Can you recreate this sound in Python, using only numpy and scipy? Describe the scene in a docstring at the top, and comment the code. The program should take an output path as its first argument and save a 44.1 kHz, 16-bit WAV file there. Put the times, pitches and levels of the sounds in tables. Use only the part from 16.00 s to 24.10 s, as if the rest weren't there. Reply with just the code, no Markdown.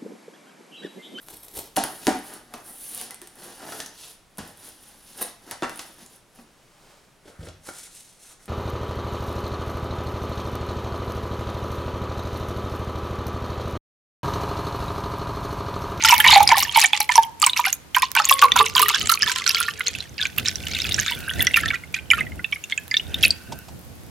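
"""Glugs and bright plinks come first, close by and in stereo: a drink pours from a carton into a glass.
Each gush traps air, which rings as bubbles: large ones singly, over a swarm of small ones and spray.
The air column in the glass shortens as it fills, so its note rises; foam hisses and the carton gulps.
The stream thins to drips over a low rumble, and a limiter holds down the loudest plops."""
import sys
import numpy as np
from scipy import signal
from scipy.fft import rfft, irfft, next_fast_len
from scipy.io import wavfile
from scipy.ndimage import uniform_filter1d, minimum_filter1d, map_coordinates

SR = 44100
rng = np.random.default_rng(int(sys.argv[2]) if len(sys.argv) > 2 else 0)


def dump(signal):
    """Clip the signal to [-1, 1] and save it as 16-bit WAV at the path in sys.argv[1]."""
    limited = np.clip(np.atleast_2d(signal).T, -1, 1)
    pcm = np.round(limited * 32767).astype(np.int16)
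    wavfile.write(sys.argv[1], SR, pcm)


N = 357210

# Levels are relative: each source applies its own gain.
# spectra of the background and of the stream: (frequency [Hz], level [dB])
RUMBLE_SPECTRUM = [(15, -58.5), (25, -17.5), (37, -29.5), (54, -7.5), (75, 2), (97, -4.5), (171, -6.5),
                   (406, -17.5), (584, -20.5), (700, -19.5), (910, -28.5), (1540, -120)]
HISS_SPECTRUM = [(180, -23), (300, -3), (418, -9), (486, -5.5), (667, -13), (713, -9), (946, -7.5),
                 (14500, -22.5), (16000, -56.5)]
GURGLE_SPECTRUM = [(200, 6.5), (600, -16.5), (780, 7), (1000, 7), (1600, 10), (2100, -4.5), (3500, -28.5)]
FIZZ_SPECTRUM = [(700, -16.5), (1400, -11), (2100, -1.5), (3400, -4.5), (5000, -6.5), (6800, -7),
                 (8500, -11.5), (14000, -50.5)]
SPRAY_SPECTRUM = [(2000, -10.5), (5000, -2), (7500, -9), (9500, -3), (11300, -0.5), (13500, 0),
                  (16000, -6.5)]
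# spectra of carton bumps, foam and splashes: (frequency [Hz], level [dB])
BUMP_SPECTRUM = [(200, -15), (900, 10.5), (1600, -14.5), (3200, -4), (7000, -7), (15000, -26)]
TICK_SPECTRUM = [(2000, -3.5), (8000, -8), (11500, -7), (16000, 0.5)]
FOAM_SPECTRUM = [(800, -19.5), (2500, -9), (5000, -4), (8000, -5.5), (11500, -3), (16000, -10.5)]
SPLASH_SPECTRUM = [(200, -24), (900, -1), (2500, 7), (4500, -2.5), (6500, -11), (9000, -6), (15000, -16)]
# likeness of left and right: (frequency [Hz], correlation [1])
RUMBLE_COHERENCE = [(40, 0.09), (150, 0.14), (400, 0.3)]
HISS_COHERENCE = [(300, 0.12), (3000, 0.05)]
FOAM_COHERENCE = [(2000, 0.53), (12000, 0.41)]
# swells of rumble, probably the moving arm: (centre [s], half-width [s], level [dB])
RUMBLE_SWELLS = [(.28, 0.28, -37.5), (2.58, .05, -34), (2.75, 0.047, -40.5), (3.02, 0.037, -33),
                 (3.499, 0.93, -49), (3.95, 0.047, -41), (4.41, 0.032, -39.5), (5.013, 0.62, -36.5),
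                 (5.39, 0.034, -29), (5.63, 0.058, -35.5), (6.14, 0.033, -40), (6.27, 0.092, -35.5),
                 (7.18, 0.13, -34), (7.52, 0.033, -31.5), (7.8, 0.94, -44.5)]
# reverberation time: (frequency [Hz], t60 [s])
ROOM_DECAY = [(300, 0.44), (1200, 0.42), (4000, 0.3), (12000, 0.2)]
# stereo balance of the drink: (frequency [Hz], right over left [dB])
BALANCE = [(60, 1.5), (500, 7.5), (1200, 4), (4000, 2.5), (8000, 1.5), (14000, 1.6)]
# the carton's hollow note: (time [s], frequency [Hz])
CARTON_NOTE = [(2.2, 613), (2.6, 448), (2.9, 406), (4.1, 467)]
# air entering the carton: (time [s], level [dB])
CARTON_GULPS = [(2.194, -38.5), (2.316, -31), (2.438, -25.5), (2.608, -24), (2.812, -29), (2.9, -42),
                (3.87, -45)]
# the carton set upright: (time [s], level [dB], frequency for stereo spread [Hz])
CARTON_BUMPS = [(7.52, -6, 657), (7.682, -16, 791)]
# the head of foam: (time [s], level [dB])
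FOAM_LEVEL = [(0, -85), (2.5, -69), (4.1, -57.5), (4.4, -46.5), (4.9, -44), (5.5, -44), (5.9, -55.5),
              (7.3, -48.5), (7.7, -51.5), (8.1, -54)]
# hum of the glass wall: (time [s], level [dB])
WALL_LEVEL = [(4.1, -84), (4.4, -53), (4.6, -61), (4.75, -58), (5.25, -39), (5.5, -50), (5.85, -63),
              (6.95, -64), (7.13, -46), (7.35, -52.5), (7.6, -49.5), (7.8, -72)]
# low and high modes of the glass: (frequency [Hz], width [Hz], level [dB])
HUM_MODES = [(1520, 100, -2.5), (2656, 180, -9.5)]
SHIMMER_MODES = [(6775, 330, -6), (10980, 720, 0.5)]
# the air above the drink: (time [s], first resonance [Hz], second resonance [Hz])
AIR_COLUMN = [(0, 868, 2230), (.7, 811, 2290), (1.2, 883, 2330), (1.45, 994, 2380), (2.5, 1118, 2580),
              (3.1, 1276, 3080), (3.7, 1410, 3240), (4.4, 1523, 3480), (6.2, 1546, 3520), (7.3, 1826, 3760)]
# droplets hitting the wall: (time [s], level [dB])
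DROPLET_HITS = [(.181, 4.5), (0.2018, 16), (.4304, 2), (0.5829, 12.5), (.626, 4.5), (1.003, -3.5),
                (0.7728, 6.5), (2.117, -4.5), (2.152, 2.5), (2.439, 7), (2.7946, 2.5), (2.8186, 4),
                (3.116, 8.5), (3.602, -6), (4.3831, -10), (5.109, -4.5), (5.422, -4), (5.5696, 4.5),
                (6.8803, -17.5), (7.145, -12), (7.5896, -18.5)]
# the unbroken stream: (time [s], level [dB])
STEADY_FLOW = [(0, -26), (.6, -34), (.68, -27.5), (.98, -46), (1.08, -80), (2.1, -76.5), (2.25, -35.5),
               (2.72, -38), (2.86, -27), (3.6, -35), (3.76, -43.5), (4.0, -37.5), (4.12, -55), (4.6, -43),
               (4.7, -30.5), (5.05, -31.5), (5.22, -44), (5.6, -31.5), (5.87, -60), (7.0, -55),
               (7.25, -36.5), (7.7, -91.5)]
# surges of the stream: (start [s], length [s], gurgle [dB], fizz [dB], spray [dB])
STREAM_GUSHES = [(0.048, 0.095, -19.5, -14.5, -18.5), (0.189, .025, -24, -33.5, -29),
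                 (0.243, 0.13, -17.5, -11.5, -25.5), (0.407, 0.022, -28.5, -28, -31),
                 (0.49, 0.04, -21, -15.5, -37), (0.555, 0.065, -22, -20.5, -23.5),
                 (0.749, 0.094, -27, -16.5, -19), (0.941, 0.026, -34, -21, -46),
                 (1.006, .005, -32, -20, -20.5), (1.091, 0.004, -33.5, -36.5, -38),
                 (1.114, .008, -31, -19, -29), (1.153, 0.0045, -35.5, -17.5, -21),
                 (1.224, 0.0056, -40, -36, -30.5), (1.399, .02, -51, -46, -38.5),
                 (1.418, 0.061, -26.5, -24.5, -27), (1.561, 0.034, -25, -21.5, -25.5),
                 (1.65, 0.034, -30, -21, -29), (1.727, 0.0046, -48, -44, -28),
                 (1.948, 0.027, -22, -23, -24.5), (2.022, 0.0033, -37, -15, -30.5),
                 (2.153, 0.047, -21.5, -18, -32.5), (2.238, 0.03, -27.5, -27.5, -42),
                 (2.29, 0.023, -24, -20, -9), (2.383, 0.0052, -47.5, -20, -37.5),
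                 (2.417, 0.015, -29.5, -14.5, -24.5), (2.56, 0.052, -13.5, -18.5, -24.5),
                 (2.653, 0.005, -34, -15.5, -29.5), (2.75, 0.081, -17, -20.5, -23.5),
                 (2.882, .025, -19, -20, -39.5), (2.94, .02, -20, -24, -67.5),
                 (3.095, 0.03, -17.5, -21.5, -19.5), (3.267, 0.054, -28, -23, -38),
                 (3.359, 0.041, -26.5, -26, -42), (3.465, 0.051, -31, -23.5, -34),
                 (3.537, 0.11, -26.5, -25.5, -36.5), (3.679, 0.0088, -29, -24.5, -29.5),
                 (3.789, .012, -24.5, -35, -38.5), (3.862, .012, -38, -26, -56.5),
                 (4.181, 0.081, -30, -29, -49), (4.378, 0.0046, -25.5, -23, -39.5),
                 (4.452, 0.038, -33, -23.5, -41.5), (4.98, 0.031, -27, -27, -42),
                 (5.064, 0.064, -26.5, -27, -39.5), (5.278, .035, -27.5, -28.5, -41.5),
                 (5.393, 0.054, -28.5, -28.5, -33), (5.56, .022, -25.5, -20.5, -26),
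                 (5.634, 0.11, -28.5, -31.5, -52.5), (5.942, 0.02, -38.5, -27.5, -44),
                 (6.105, 0.043, -42, -31, -37.5), (6.172, 0.047, -38, -32.5, -43),
                 (6.514, 0.049, -59, -50, -44), (6.699, 0.017, -50, -36, -51), (6.93, .04, -48, -36, -77),
                 (7.229, 0.032, -49, -24, -23)]
# pitch of the fizz, which rises as the glass fills, dips during the drips and rises at the end:
# (time [s], typical frequency [Hz])
FIZZ_PITCH = [(0, 3240), (1.5, 3650), (3.5, 4147), (4.9, 3923), (5.6, 2736), (6.3, 2324), (7, 2740),
              (7.4, 3670)]
# a shorter fall lets bubbles ring longer; the softest onsets come at the very start: # (time [s], 60 dB decay
# [cycles], onset [cycles], splash level [dB])
PINCH_OFF = [(0, 53, 1.7, 2), (4.6, 47, .9, -1), (5.8, 78.5, 1.23, 2.5), (7.0, 76, 1.3, -9.5)]
# the loudest single bubbles: (time [s], frequency [Hz], level [dB])
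LARGE_BUBBLES = [(.038, 6220, -3), (.047, 1380, -6.5), (.057, 5090, -3.5), (0.083, 1900, -9),
                 (.092, 2990, 0), (0.109, 5600, 3), (.124, 959, 4.5), (.123, 2090, -7.5), (0.128, 2645, 1),
                 (.203, 1730, -6.5), (0.202, 3160, -0.5), (0.242, 2160, -5), (.263, 1007, -5),
                 (.263, 1843, -5), (.264, 2270, -4), (.281, 3800, 8.5), (0.284, 2950, 2), (0.288, 978, -11),
                 (.307, 2105, -10.5), (.312, 3650, 6), (0.324, 4140, -2), (0.327, 3400, -3.5),
                 (0.329, 900, -6), (.336, 4300, 10.5), (.348, 817, -12.5), (0.353, 4420, -3),
                 (0.357, 2070, -5), (.36, 796, 8), (0.369, 2300, -3.5), (.404, 853, 0.5), (.415, 832, -5),
                 (.475, 4970, 6.5), (0.504, 2290, -6.5), (.516, 993, -3.5), (.516, 2085, -7.5),
                 (0.522, 900, -2), (.572, 801, -12), (.582, 11450, 2), (.631, 5590, -5), (.757, 3100, -9),
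                 (.759, 913, -8.5), (0.76, 2250, -5.5), (.774, 890, -4.5), (0.817, 4900, -4),
                 (.84, 758, -19.5), (.841, 1840, -6), (0.846, 2310, -4), (.859, 6970, -2), (.932, 2530, -7),
                 (.932, 3420, -3), (0.932, 845, -16.5), (1.005, 2270, -12.5), (1.004, 5730, -7),
                 (1.003, 840, -15), (1.092, 2105, -6), (1.095, 982, -11.5), (1.155, 975, -10.5),
                 (1.156, 5800, 3), (1.179, 907, 7), (1.18, 1685, -12), (1.236, 3200, -18),
                 (1.418, 7520, -3), (1.427, 4580, -7.5), (1.428, 1219, -5), (1.44, 2990, -2.5),
                 (1.464, 8120, 5.5), (1.465, 1067, -11.5), (1.471, 2255, -11.5), (1.496, 3670, -8),
                 (1.533, 3840, -10), (1.564, 2600, -15.5), (1.593, 973, -10), (1.641, 2280, -13),
                 (1.653, 2100, -9), (1.668, 1520, -15), (1.669, 780, -17.5), (1.727, 12320, -10),
                 (1.729, 6580, -4), (1.947, 3100, -6.5), (1.965, 1570, -9.5), (1.967, 2340, -12),
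                 (1.967, 1014, -7), (2.029, 1033, -8.5), (2.164, 1534, -6), (2.166, 930, -13.5),
                 (2.186, 2700, -6), (2.198, 828, -13.5), (2.199, 1290, -5.5), (2.253, 6820, -2.5),
                 (2.295, 2710, -4), (2.311, 1103, 3), (2.325, 3400, -1.5), (2.423, 1490, -1.5),
                 (2.424, 1150, 8.5), (2.443, 1078, 2), (2.452, 1010, -13), (2.519, 3520, 1),
                 (2.558, 1390, -10), (2.561, 985, -8.5), (2.591, 3660, -1), (2.6, 1045, -4.5),
                 (2.604, 842, -13), (2.766, 3220, -3), (2.78, 3060, -3), (2.796, 1014, -7.5),
                 (2.818, 11600, 8), (2.884, 11550, 5), (2.903, 1190, -15.5), (2.945, 3440, -6.5),
                 (2.947, 5430, -8), (3.013, 3060, -11), (3.073, 7520, -9.5), (3.097, 1223, -14),
                 (3.095, 4080, -3.5), (3.12, 11630, -1), (3.121, 1346, -8), (3.14, 4350, -9),
                 (3.222, 5120, -2), (3.229, 1715, -10), (3.23, 4960, -4), (3.277, 3500, -9.5),
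                 (3.296, 1550, -14.5), (3.463, 1506, -14), (3.464, 4220, -9), (3.477, 5800, -3),
                 (3.493, 11400, -5), (3.494, 4900, -4), (3.511, 5490, -9), (3.547, 4500, -6.5),
                 (3.557, 3210, -13), (3.569, 2220, -14.5), (3.603, 10300, -4.5), (3.608, 1410, -11.5),
                 (3.683, 1780, -13.5), (3.807, 1475, -18.5), (3.807, 2070, -12.5), (3.871, 4200, -8),
                 (3.882, 6600, -5.5), (3.95, 2620, -17.5), (4.005, 4020, -15.5), (4.214, 3610, -9),
                 (4.226, 3380, -12), (4.254, 2380, -10.5), (4.382, 13600, -4.5), (4.384, 2720, -10),
                 (4.459, 3800, -12), (4.484, 5500, -5), (4.557, 5720, -12.5), (4.668, 2980, -16),
                 (4.749, 3750, -13), (4.766, 2590, -17), (4.802, 3720, -12.5), (4.819, 5100, -12.5),
                 (4.851, 2520, -13.5), (4.911, 3720, -16.5), (4.921, 3730, -11.5), (4.944, 5640, -7.5),
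                 (4.986, 1700, -14.5), (4.999, 6400, -6.5), (5.081, 3670, -11), (5.121, 3010, -15),
                 (5.301, 3300, -19), (5.394, 2000, -15), (5.406, 3440, -8), (5.425, 12530, -4),
                 (5.469, 5750, -5), (5.469, 3290, -14), (5.471, 2000, -8.5), (5.542, 2720, -4),
                 (5.561, 2430, -6.5), (5.571, 1810, -10.5), (5.571, 1374, -13.5), (5.633, 1680, -18.5),
                 (5.657, 1810, -16.5), (5.685, 3560, -15.5), (5.704, 2250, -12.5), (5.741, 1950, -18),
                 (5.756, 2430, -20), (5.836, 2120, -29), (5.942, 2414, -13), (5.988, 2405, -23.5),
                 (6.103, 2990, -6), (6.112, 7080, -13), (6.112, 2375, -1.5), (6.118, 2020, -11.5),
                 (6.133, 1390, -12), (6.134, 3080, -15), (6.133, 1805, -19), (6.18, 1250, -20.5),
                 (6.188, 2600, -17.5), (6.208, 2070, -12), (6.267, 1960, -28), (6.319, 2110, -31),
                 (6.392, 1450, -30), (6.394, 2020, -27.5), (6.444, 2660, -12.5), (6.444, 3870, -29),
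                 (6.524, 3100, -17.5), (6.527, 2286, -12.5), (6.559, 2180, -24.5), (6.639, 2720, -22.5),
                 (6.64, 6720, -23.5), (6.723, 2130, -14), (6.722, 3300, -16.5), (6.777, 2560, -14),
                 (6.777, 7080, -16.5), (6.778, 1590, -34), (6.914, 2067, -15), (6.912, 4810, -16),
                 (6.941, 1800, -16.5), (6.941, 2240, -16), (6.941, 3550, -10.5), (6.968, 3590, -4.5),
                 (6.977, 4950, -22), (6.997, 2900, -17), (7.143, 3620, -11.5), (7.232, 3250, -4.5),
                 (7.235, 5600, -15), (7.238, 2655, -4), (7.249, 4450, -8.5), (7.252, 2540, -3),
                 (7.306, 4670, -3.5)]


def amp(db):
    """Decibels to amplitude ratio."""
    return 10 ** (np.asarray(db) / 20)


def unit(x):
    """Normalisation to rms 1."""
    return x / np.sqrt(np.mean(x ** 2) + 1e-20)


def along(points, hz):
    """Interpolation on a logarithmic frequency axis."""
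    f, v = np.transpose(points)
    return np.interp(np.log(hz + 1), np.log(f + 1), v)


def curves(rows):
    """Linear interpolation in time: one value per sample for each later column."""
    s, *cols = np.transpose(rows)
    return [np.interp(np.arange(N) / SR, s, c) for c in cols]


def filtered(x, response):
    """Filtering as multiplication of the spectrum by a frequency response."""
    m = next_fast_len(N + SR // 4)
    return irfft(rfft(x, m) * response(np.fft.rfftfreq(m, 1 / SR)), m)[..., :N]


def coloured(x, spectrum, size=1024):
    """A minimum-phase filter of unit energy: causal, so attacks stay sharp."""
    cepstrum = irfft(np.log(amp(along(spectrum, np.fft.rfftfreq(size, 1 / SR)))))
    kernel = irfft(np.exp(rfft(2 * cepstrum[:size // 2], size)))
    return signal.oaconvolve(x, kernel[None] / np.linalg.norm(kernel), axes=1)[:, :N]


def noise(spectrum, coherence):
    """Partly coherent stereo noise: the ratio of mid to side sets the correlation."""
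    def response(hz):
        angle = np.arccos(along(coherence, hz)) / 2
        return amp(along(spectrum, hz)) * [np.cos(angle), np.sin(angle)]
    mid, side = filtered(rng.standard_normal((2, N)), response)
    return unit(np.array([mid + side, mid - side]))


def bursts(count, t60, size):
    """Impacts as exponentially decaying noise, one per row."""
    t = np.arange(size) / SR
    return rng.standard_normal((count, size)) * amp(-60 * t / t60)


def placed(times, waves, hz, spread_db=8.5):
    """Directivity: rows are summed into stereo, short wavelengths leaving the glass more unevenly."""
    index = (times * SR).astype(int)[:, None] + np.arange(waves.shape[1])
    lean = amp(spread_db * (hz / 10000) ** 1.5 * rng.standard_normal(len(times)))
    gains = np.array([lean, 1 / lean]) / np.sqrt((lean ** 2 + lean ** -2) / 2)
    return np.array([np.bincount(index.ravel(), (waves * g[:, None]).ravel(), N)[:N] for g in gains])


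def even(x, window_s=0.037):
    """Division by the running rms steadies the level but keeps single grains."""
    power = np.abs(uniform_filter1d(np.mean(x ** 2, 0), int(window_s * SR)))
    return x / np.sqrt(power + power.mean() / 1000)


def resonance(x, hz, width_hz):
    """A driven resonator with gain 1 at its moving centre."""
    carrier = np.exp(2j * np.pi * np.cumsum(hz) / SR)
    pole = np.exp(-np.pi * width_hz / SR)
    return 2 * (carrier * signal.lfilter([1 - pole], [1, -pole], x / carrier)).real


def plinks(hz, t60, rise, onset_cycles, size):
    """Damped oscillators, one per row; a positive rise is the glide of a bubble nearing the surface."""
    t = np.arange(size) / SR
    hz, t60, rise = hz[:, None], t60[:, None], rise[:, None]
    pitch = hz * (1 + rise * (np.minimum(t / t60, 1) - 1 / 7))
    envelope = amp(-60 * t / t60) * (1 - np.exp(-t * hz / onset_cycles))
    return envelope * np.sin(2 * np.pi * np.cumsum(pitch, 1) / SR)


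def background(still_db=-50.5, hiss_db=-51, lean_db=1.5, lumps_db=3, lumps_per_s=16):
    """Incoherent powers add: lumpy swells ride on a low rumble, stronger on the right, with hiss."""
    now = np.arange(N) / SR
    swell_power = sum(amp(db) ** 2 * np.exp(-((now - s) / half) ** 2) for s, half, db in RUMBLE_SWELLS)
    lumps = amp(lumps_db * map_coordinates(rng.standard_normal(400), [now * lumps_per_s], mode="mirror"))
    envelope = np.sqrt(amp(still_db) ** 2 + swell_power * lumps ** 2)
    rumble = envelope * noise(RUMBLE_SPECTRUM, RUMBLE_COHERENCE) * amp([[-lean_db], [lean_db]])
    return rumble + amp(hiss_db) * noise(HISS_SPECTRUM, HISS_COHERENCE)


def room(x, wet_db=-21):
    """Reverberation: a small furnished room absorbs each frequency at its own rate."""
    hz, t, spectra = signal.stft(rng.standard_normal((2, SR // 2)), SR, nperseg=256)
    tail = signal.istft(spectra * amp(-60 * t / along(ROOM_DECAY, hz)[:, None]), SR, nperseg=256)[1]
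    tail = np.pad(tail / np.linalg.norm(tail[0]), ((0, 0), (SR // 250, 0)))  # 4 ms late
    return amp(wet_db) * signal.oaconvolve(x.mean(0)[None], tail, axes=1)[:, :N]


def table_top(x, echo_db=-14, t60=0.05, apart=0.9):
    """Early reflections: the table and the things on it scatter sound, partly alike in both channels."""
    t = np.arange(SR // 25) / SR
    scatter = rng.standard_normal(len(t)) + apart * rng.standard_normal((2, len(t)))
    scatter *= amp(-60 * t / t60) * (t > .0007)
    return amp(echo_db) * signal.oaconvolve(x, scatter / np.linalg.norm(scatter[0]), axes=1)[:, :N]


def carton_air(level_db=-3, rise_s=.012, fall_s=0.03, draw_s=(2.6, 3.77), draw_db=-52, draw_fade_s=.1):
    """Cavity resonance: gulps and a steady draw of air sound the emptying carton's sinking note."""
    now = np.arange(N) / SR
    gulps = sum(amp(db) * np.exp(-np.maximum((s - now) / rise_s, (now - s) / fall_s))
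                for s, db in CARTON_GULPS)
    draw = amp(draw_db) * np.exp(-np.abs(now - np.clip(now, *draw_s)) / draw_fade_s)
    note_hz, = curves(CARTON_NOTE)
    hollow = resonance(rng.standard_normal(N), note_hz, width_hz=84)
    hollow = unit(resonance(hollow, note_hz, width_hz=53))
    return amp(level_db) * (gulps + draw) * hollow


def carton_bumps(level_db=-11, attack_s=0.0076):
    """Soft, heavily damped impacts as the carton is set upright."""
    s, db, hz = np.transpose(CARTON_BUMPS)
    t = np.arange(SR // 6) / SR
    bumps = bursts(len(s), t60=0.041, size=len(t)) * (1 - np.exp(-t / attack_s))
    return coloured(placed(s, amp(db + level_db)[:, None] * bumps, hz), BUMP_SPECTRUM)


def foam(ticks_db=-6, hiss_db=-3):
    """Film rupture: single cells tick as they burst, over the soft hiss of the foam."""
    level_db, = curves(FOAM_LEVEL)
    cells = swarm(per_s=28, centre_hz=np.full(N, 11500), spread=0.084,
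                  cycles=7, size_db=4.5, rise=0, size=120)
    ticks = unit(coloured(cells, TICK_SPECTRUM))
    hiss = noise(FOAM_SPECTRUM, FOAM_COHERENCE)
    return amp(level_db + ticks_db) * ticks + amp(level_db + hiss_db) * hiss


def wall_hum():
    """Forced vibration: the smooth stream keeps the modes of the glass wall faintly ringing."""
    def modes(f):
        return sum(amp(db) / (1 + 1j * (f - hz) / width) ** 2 for hz, width, db in HUM_MODES)
    level_db, = curves(WALL_LEVEL)
    return amp(level_db) * unit(filtered(rng.standard_normal(N), modes))


def wall_pings(mode_hz=6850, t60=0.0092, level_db=-26.5, scatter_db=4, detune=0.027):
    """Impulse excitation: the jolt of each large bubble strikes a high, short note from the glass."""
    s, _, db = np.transpose(LARGE_BUBBLES)
    strength, offset = rng.standard_normal((len(s), 2)).T
    hz = mode_hz * np.exp(detune * offset)
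    rings = plinks(hz, np.full(len(s), t60), np.zeros(len(s)), onset_cycles=2.2, size=1200)
    return placed(s, amp(db + level_db + scatter_db * strength)[:, None] * rings, hz)


def droplets(level_db=-7):
    """Brief impacts are broadband: flying droplets snap against the wall."""
    s, db = np.transpose(DROPLET_HITS)
    snaps = amp(db + level_db)[:, None] * bursts(len(s), t60=0.0033, size=400)
    return coloured(placed(s, snaps, np.full(len(s), 9000)), SPRAY_SPECTRUM)


def afterglow(rings, level_db=-7, width_hz=9):
    """Sympathetic resonance: a bubble near the note of the air column leaves it singing."""
    column_hz, _ = curves(AIR_COLUMN)
    return amp(level_db) * resonance(rings, column_hz, width_hz)


def glass(splash, first_db=6):
    """Pipe resonance: the shrinking air column sings with the splash; fixed wall modes add shimmer."""
    first_hz, second_hz = curves(AIR_COLUMN)
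    first = amp(first_db) * resonance(splash, first_hz, width_hz=23)
    second = resonance(splash, second_hz, width_hz=60)
    shimmer = sum(amp(db) * resonance(splash, np.full(N, hz), width) for hz, width, db in SHIMMER_MODES)
    return splash + first + second + shimmer


def radiated(x, cutoff_ratio):
    """Radiation efficiency: the narrow glass emits little below the rising note of its air column."""
    column_hz, _ = curves(AIR_COLUMN)
    notes = np.linspace(column_hz.min(), column_hz.max(), 5)
    sound = 0
    for hz, share in zip(notes, np.eye(len(notes))):  # crossfade between fixed filters
        highpass = signal.butter(4, cutoff_ratio * hz, "highpass", fs=SR, output="sos")
        sound += np.interp(column_hz, notes, share) * signal.sosfilt(highpass, x)
    return sound


def swarm(per_s, centre_hz, spread, cycles, size_db, rise, size):
    """Superposition of random bubbles around a pitch curve: many faint, a few strong."""
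    count = int(per_s * N / SR)
    detune, life, climb = rng.standard_normal((count, 3)).T
    times = rng.random(count) * (N - 1) / SR
    hz = np.clip(centre_hz[(times * SR).astype(int)] * np.exp(spread * detune), 300, 15000)
    t60 = cycles / hz * np.exp(.5 * np.clip(life, -2, 1.5))
    gain = amp(size_db * rng.exponential(size=count))
    rings = plinks(hz, t60, rise * (1 + climb), onset_cycles=0.19, size=size)
    return placed(times, gain[:, None] * rings, hz)


def splatter(per_s=460, size_db=11.5, decay_s=0.002):
    """A Poisson process: independent hits each release a sharp burst of wet noise."""
    hits = (rng.random(N) < per_s / SR) * amp(size_db * np.minimum(rng.exponential(size=N), 4))
    envelope = signal.lfilter([1], [1, -np.exp(-1 / (decay_s * SR))], hits)
    return envelope * (rng.standard_normal(N) + 0.74 * rng.standard_normal((2, N)))


def pouring(mix_db=(-9.5, 2, -12), attack_s=0.0026, fade_db_per_s=527,
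            settle_db=-18.5, settle_db_per_s=188):
    """Steady flow and gushes add in power, giving the gains of gurgle, fizz and spray."""
    flow_db, = curves(STEADY_FLOW)
    power = amp(np.add.outer(mix_db, flow_db)) ** 2
    for start, length, *levels in STREAM_GUSHES:
        span = np.arange(int((start - attack_s) * SR), min(int((start + length + .5) * SR), N))
        t = span / SR - start
        after = np.maximum(t - length, 0)
        attack = np.clip(1 + t / attack_s, 0, 1)
        # the gush dies quickly, the stirred surface settles more slowly
        release = amp(np.maximum(-fade_db_per_s * after, settle_db - settle_db_per_s * after))
        power[:, span] += np.outer(amp(levels), attack * release) ** 2
    return np.sqrt(power)


def stream(gurgle_db=-3, fizz_db=-3, spray_db=-2, splatter_db=-2):
    """Air entrainment: the pour stirs up deep bubbles, small ones in wet splatter, and spray."""
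    gurgle_gain, fizz_gain, spray_gain = pouring()
    column_hz, _ = curves(AIR_COLUMN)
    fizz_hz, = curves(FIZZ_PITCH)
    gurgle = swarm(per_s=190, centre_hz=column_hz * 1.15, spread=.24,
                   cycles=60, size_db=7.5, rise=0.017, size=2400)
    fizz = swarm(per_s=1200, centre_hz=fizz_hz, spread=0.3686,
                 cycles=47, size_db=4.5, rise=0.033, size=1200)
    fizz = unit(fizz) + amp(splatter_db) * unit(splatter())
    spray = swarm(per_s=330, centre_hz=np.full(N, 9800), spread=0.35,
                  cycles=24, size_db=8.5, rise=.05, size=300)
    return (gurgle_gain * amp(gurgle_db) * even(coloured(gurgle, GURGLE_SPECTRUM))
            + fizz_gain * amp(fizz_db) * even(coloured(fizz, FIZZ_SPECTRUM))
            + spray_gain * amp(spray_db) * even(coloured(spray, SPRAY_SPECTRUM)))


def large_bubbles(level_db=3.5, snap_db=-14, rise=0.01, shed_db=-13, shed_spread=.3, shed_delay_s=.004):
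    """Trapped air is a spring, the liquid its mass: each bubble splashes, sheds three more and rings."""
    s, hz, db = np.transpose(LARGE_BUBBLES)
    cycles, onset, splash_db = (c[(s * SR).astype(int)] for c in curves(PINCH_OFF))
    t60 = cycles / hz
    glide = rise * (1 + rng.standard_normal(len(s)))
    rings = plinks(hz, t60, glide, onset_cycles=onset[:, None], size=7000)
    snaps = amp(db + snap_db + splash_db)[:, None] * bursts(len(s), t60=0.0054, size=1000)
    splashes = coloured(placed(s, snaps, hz), SPLASH_SPECTRUM)
    for _ in range(3):
        detune, delay, strength = rng.standard_normal((len(s), 3)).T
        shed_hz = np.clip(hz * np.exp(shed_spread * detune), 700, 15000)
        shed = plinks(shed_hz, np.minimum(t60, .025), rise * strength, onset_cycles=1, size=1200)
        shed *= amp(db + shed_db + 0.53 * strength)[:, None]
        splashes += placed(s + shed_delay_s * np.abs(delay), shed, shed_hz)
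    return placed(s, amp(db + level_db)[:, None] * rings, hz), splashes


def scene():
    """Superposition of all sources and reflections; a level difference sets the glass to the right."""
    rings, splashes = large_bubbles()
    plops = radiated(rings, cutoff_ratio=0.7) + afterglow(rings) + wall_pings()
    pour = radiated(glass(stream() + splashes), cutoff_ratio=0.76)
    drink = plops + pour + droplets() + foam() + wall_hum() + carton_air() + carton_bumps()
    direct = filtered(drink, lambda hz: amp(np.outer([-.5, .5], along(BALANCE, hz))))
    return direct + table_top(direct) + room(drink) + background()


def record(dry, window=90, top_hz=16000):
    """Peak limiting holds the loudest plops at full scale; a low-pass then limits the band."""
    needed = 1 / np.maximum(np.abs(dry), 1)
    gain = uniform_filter1d(minimum_filter1d(needed, window, axis=1), window, axis=1)
    return filtered(dry * gain, lambda hz: hz < top_hz)


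dry = scene()
out = record(dry)
dump(out)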